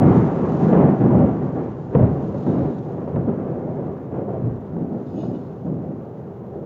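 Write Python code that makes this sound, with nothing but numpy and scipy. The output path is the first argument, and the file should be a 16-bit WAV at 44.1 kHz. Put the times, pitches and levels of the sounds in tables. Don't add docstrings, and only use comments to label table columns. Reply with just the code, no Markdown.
import sys
import numpy as np
from scipy import signal
from scipy.fft import rfft, irfft
from scipy.io import wavfile
from scipy.ndimage import uniform_filter1d, minimum_filter1d

SR = 44100
rng = np.random.default_rng(int(sys.argv[2]) if len(sys.argv) > 2 else 0)


def inscribe(sig):
    pcm = np.round(np.clip(np.atleast_2d(sig).T, -1, 1) * 32767)
    wavfile.write(sys.argv[1], SR, pcm.astype(np.int16))


def gain_from_db(level_db):
    decades = np.asarray(level_db, float) / 20
    return 10 ** decades


N = 293573

# t/s, peak
# level/dB, ring f/Hz, front sharpness/dB, front and bright echoes re peak/dB
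FRONTS = [(-0.0013, -22, 300, -60, 20), (0.004, 1, 215, -55, -22), (0.727, -4, 240, -28, -9.5),
          (1.003, -10.5, 269, -30, -12), (1.038, -4, 261, -36, -15), (1.101, -17, 331, -27.5, -6),
          (1.95, -3.5, 440, -28, -3.5), (1.985, -10, 382, -44.5, -15), (2.155, -21, 269, -31, 2),
          (2.343, -13, 479, -35, -8), (2.465, -10, 160, -30, -8), (3.074, -17, 310, -34, -4.5),
          (3.159, -11, 190, -27, -7), (3.279, -17, 237, -36, 1.5), (4.141, -17.5, 412, -36.5, -8),
          (4.279, -19, 595, -45, -6), (4.331, -19, 571, -41, -8), (4.44, -18, 328, -35, -11),
          (4.764, -13, 410, -55, -15), (4.941, -22, 253, -39, -6), (5.177, -16.5, 253, -35, -14),
          (5.231, -18, 200, -44, -4), (5.664, -15, 170, -50, -11), (6.6553, -40, 600, -60, 22)]


def evened(x):
    return x / np.sqrt(np.mean(x ** 2) + 1e-20)


def steadied(x, s, share):
    width = round(s * SR)
    power = uniform_filter1d(uniform_filter1d(x ** 2, width), width)
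    return evened(x / (power + 1e-9) ** (share / 2))


def colour(x, points):
    hz = abs(np.fft.fftfreq(16384, 1 / SR))
    f, db = np.transpose(points)
    gain_db = np.interp(np.log(hz + 1), np.log(f + 1), db)
    log_gain = np.log(gain_from_db(np.maximum(gain_db, -100)))
    taps = np.fft.ifft(np.exp(np.conj(signal.hilbert(log_gain)))).real
    taps = max(taps, taps[::-1], key=lambda h: np.sum(h[:2000] ** 2))[:8192]
    taps = taps * np.hanning(2 * len(taps))[len(taps):]
    return signal.oaconvolve(x, taps)[:len(x)]


def below(hz, edge_hz, octaves=0.18):
    return 1 / (1 + ((hz + 1) / edge_hz) ** (4 / octaves))


def add(mix, s, sound):
    sound = sound[max(-round(s * SR), 0):]
    part = mix[max(round(s * SR), 0):][:len(sound)]
    part += sound[:len(part)]


def swells(peak_db, start, hold, rise, fall):
    t = np.arange(0, N + 64, 64) / SR
    early = np.maximum(start - t, 0)
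    late = np.maximum(t - start - hold, 0)
    db = peak_db - rise * early - fall * late
    return np.interp(np.arange(N) / SR, t, np.sqrt(np.sum(gain_from_db(db) ** 2, axis=0)))


def wind():
    # peak t/s, level/dB, rise/(dB/s), fall/(dB/s)
    gusts = [
        (0.178, -62, 38, 38.5),
        (.66, -61, 34, 62.5),
        (1.051, -71.5, 11, 19),
        (2.499, -67.5, 19, 21.5),
        (3.2, -79, -3, 1.5),
        (5.201, -68.5, 57, 37),
    ]
    s, db, rise, fall = np.transpose(gusts)[:, :, None]
    return swells(db, s, 0, rise, fall)


def high_hiss():
    # f/Hz, level/dB per Hz
    hiss_colour = [(6000, -23), (8000, -12.5), (8800, -9), (11000, -6), (12500, -1.5), (15600, -4),
                   (16000, -31)]
    level_db, duck_db, wind_db = -83, -9.5, -25.5
    back_s, ease_s = 2.04, 0.035
    t = np.arange(N) / SR
    ducked_db = duck_db * (1 - np.tanh((t - back_s) / ease_s)) / 2
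    level = np.hypot(gain_from_db(level_db + ducked_db), gain_from_db(wind_db) * wind())
    return level * evened(colour(rng.standard_normal(N), hiss_colour))


def rustle():
    # f/Hz, level/dB per Hz
    leaf_colour = [(1500, -28.5), (2600, 3), (3900, -2), (5000, -6), (6200, -5.5), (7200, -7),
                   (7700, -18.5), (8100, -29.5), (10000, -28), (15700, -32)]
    still_db = -76
    flutter = evened(uniform_filter1d(rng.standard_normal(N), 300))
    scrapes = rng.standard_normal(N) * gain_from_db(1.4 * flutter)
    level = np.hypot(gain_from_db(4.0) * wind(), gain_from_db(still_db))
    return level * evened(colour(scrapes, leaf_colour))


def rattle():
    # f/Hz, width/Hz, level/dB
    modes = [(2580, 82, 0.5), (2900, 48, 2), (3570, 53, 4.5), (3850, 70, 6.5), (4240, 27, 0.5),
             (4950, 40, 0.5), (6610, 42, 0.5)]
    # start t/s, length/s, level/dB, f/Hz
    shakes = [(2.34, .1, -68, 4400), (2.419, .36, -69, 3850), (5.06, .1, -69, 5000), (5.06, .04, -71, 3570),
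              (5.155, .07, -60, 6640), (5.161, .05, -56, 2700), (5.185, .05, -65, 3570),
              (5.201, .06, -67, 4300), (5.17, .13, -65.5, 5050), (5.197, .06, -63, 2900),
              (5.242, .1, -72, 6600), (5.332, .03, -57.5, 2900), (5.35, .04, -69, 3720),
              (5.41, .06, -70, 4300), (5.625, .04, -75, 6600)]
    gap_s, spread_db, detune = 0.008, 5, 0.04
    aim_db_per_octave = 26
    out, t = np.zeros(N), np.arange(4000) / SR
    chance = rng.random((len(shakes), 60, 2 + len(modes)))
    for (start, length, db, hz), knocks in zip(shakes, chance):
        for k, (late, size, *turn) in enumerate(knocks[:int(length / gap_s) + 1]):
            ring = np.zeros(len(t))
            for (f, width, mode_db), a in zip(modes, turn):
                aimed_db = mode_db - aim_db_per_octave * abs(np.log2(f / hz))
                pitch = f * (1 + detune * (a - 0.5))
                ring += gain_from_db(aimed_db - 15.6 * width * t) * np.sin(2 * np.pi * (pitch * t + late))
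            knock = gain_from_db(db + spread_db * (2 * size - 2)) * ring * np.minimum(t / 0.001, 1)
            add(out, start + (k + late / 2) * gap_s, knock)
    return out


def porch(x):
    # f/Hz, width/Hz, level/dB
    air_modes = [(119, 4.7, -5), (141.8, 11, -7.5), (260.3, 24, -9.5)]
    hum = sum(gain_from_db(db) * signal.lfilter(*signal.iirpeak(hz, hz / width, SR), x)
              for hz, width, db in air_modes)
    return x + hum


def claps():
    ring_s, ring_cycles = 0.046, 15
    crackle_s, front_db = 0.005, 9
    out, t = np.zeros(N), np.arange(SR // 3) / SR
    echoes = rng.standard_normal((len(FRONTS), len(t)))
    front, tick = ((1 - t / w) * np.exp(-t / w) for w in (0.0006, 0.00008))
    front = signal.lfilter(*signal.butter(2, 720, fs=SR), front)
    tick = signal.lfilter(*signal.butter(2, 1300, "highpass", fs=SR), tick)
    air = np.vstack([signal.butter(2, hz, fs=SR, output="sos") for hz in (1500, 2600, 3200)])
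    bright = signal.butter(2, [420, 800], "bandpass", fs=SR)
    for (s, db, hz, sharp_db, bright_db), echo in zip(FRONTS, echoes):
        band = signal.butter(2, [hz * 1.1, hz * 1.2], "bandpass", fs=SR)
        fade = gain_from_db(-60 * t / (ring_s + ring_cycles / hz)) * np.minimum(t / 0.0029, 1)
        ring = steadied(signal.lfilter(*band, echo), 0.0065, 0.18) * fade
        snap = steadied(signal.lfilter(*bright, echo), 0.012, 0.53) * fade ** 1.4
        snap = gain_from_db(min(bright_db, 3) - 0.8) * snap
        scatter = signal.oaconvolve(tick, echo * np.exp(-t / crackle_s))[:len(t)]
        crackle = tick + gain_from_db(-7) * scatter
        clap = ring + snap + gain_from_db(bright_db + front_db) * front + gain_from_db(sharp_db + 21) * crackle
        add(out, s, signal.sosfilt(air, gain_from_db(db - 5.5) * clap))
    return out


def lull():
    depth, sink_s, return_s = 0.35, 0.022, 0.0015
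    t, gain = np.arange(N) / SR, np.ones(N)
    for s, *_ in FRONTS:
        gain *= 1 - depth * np.exp(-abs(t - s) / np.where(t < s, sink_s, return_s))
    return uniform_filter1d(uniform_filter1d(gain, 60), 60)


def yard(x):
    t60_s, level_db = 0.64, 2.5
    t = np.arange(SR // 2) / SR
    taps = rng.choice([-1., 1.], (6, len(t))) * (rng.random((6, len(t))) < 0.04)
    taps = taps * gain_from_db(-60 * t / t60_s) * (t > 0.004)
    path = (np.arange(N) // 300) % len(taps)
    tails = np.zeros(N)
    for k, tail in enumerate(taps):
        tails += signal.oaconvolve(x * (path == k), tail / np.linalg.norm(tail))[:N]
    return x + gain_from_db(level_db) * tails


def roll():
    # f/Hz, level/dB per Hz
    air_colour = [(15, -69), (30, -41), (52, -24), (65, -15), (95, -4.5), (110, -6), (170, 5), (260, 0),
                  (400, -2), (700, -10.5), (1200, -23.5), (2000, -37.5), (3200, -54), (7500, -99)]
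    band_hz = [40, 140, 330, 740, 2800]
    # t/s, hold/s, body level/dB, deep re body/dB, mid re body/dB
    bends = [(-.08, 0.26, -15, -4.5, -5.5), (0.286, 0.11, -23.5, -16.5, -3),
             (0.437, 0.18, -23, -10.5, -3.5), (0.631, .1, -17, -16, -6.5),
             (0.726, 0.15, -14.5, -11.5, -4.5), (1.015, 0.23, -15.5, -6, -6), (1.409, 0.07, -27, -6, -4),
             (1.562, 0.035, -27, -7.5, -0.5), (1.948, 0.084, -17.5, 1.5, -4.5),
             (2.122, 0.26, -28.5, -7, -4), (2.464, .19, -21.5, -7, -5), (2.872, 0.32, -32.5, -11, 0),
             (3.16, 0.011, -23, 1.5, -6.5), (3.277, 0.015, -21.5, -11.5, -5), (3.393, 0.49, -31.5, -7, 0.5),
             (4.126, 0.091, -29.5, -5, 1), (4.293, 0.035, -30.5, -2, 3.5), (4.428, 0.03, -27, 3.5, -6.5),
             (4.748, 0.088, -25, -13, -9), (4.921, .02, -28, -22, -3.5), (5.15, 0.17, -27.5, -8, -6.5),
             (5.655, .09, -25.5, -10, -10), (5.838, .08, -33.5, -7.5, -4.5), (6.544, .14, -40.5, -44, 6)]
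    falls = [131, 85.5, 86, 73.4]
    murmur_db = [-35.5, -35, -37.5, -45.5]
    murmur_drift = [-1, -0.5, -.15, -0.8]
    shocks_per_s, spread_db, rise_db_per_s = 2500, 2.5, 418
    edge_db, edge_db_per_s = -8.5, -1.84

    size = gain_from_db(spread_db * np.minimum(rng.exponential(1, N), 5))
    shocks = size * rng.choice([-1., 1.], N) * (rng.random(N) < shocks_per_s / SR)
    spectrum = rfft(colour(yard(shocks), air_colour))
    hz = np.fft.rfftfreq(N, 1 / SR)
    steps = [0 * hz] + [below(hz, f) for f in band_hz[1:-1]] + [1 + 0 * hz]
    bands = [steadied(evened(irfft(spectrum * (upper - lower), N)), 0.13, 1.0)
             for lower, upper in zip(steps, steps[1:])]

    s, hold, db, deep_db, mid_db = np.transpose(bends)[:, :, None]
    mid_peak_db = db + mid_db
    peaks_db = db + deep_db, db, mid_peak_db, mid_peak_db + edge_db + edge_db_per_s * s
    t, out = np.arange(N) / SR, np.zeros(N)
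    for band, peak_db, fall, far_db, drift in zip(bands, peaks_db, falls, murmur_db, murmur_drift):
        peals = swells(peak_db, s, hold, rise_db_per_s, fall)
        out += band * np.hypot(peals, gain_from_db(far_db + drift * t))
    return out


def scene():
    thunder = porch(lull() * roll() + claps())
    return (thunder + rustle() + rattle())[None]


def top_cut(x):
    return signal.sosfilt(signal.butter(12, 15730, fs=SR, output="sos"), x)


def record(dry):
    reach = -minimum_filter1d(-abs(dry), 400)
    excess = np.maximum(reach / 0.9, 1)
    held = dry / uniform_filter1d(uniform_filter1d(excess, 200), 200)
    return top_cut(held + high_hiss())


dry = scene()
out = record(dry)
inscribe(out)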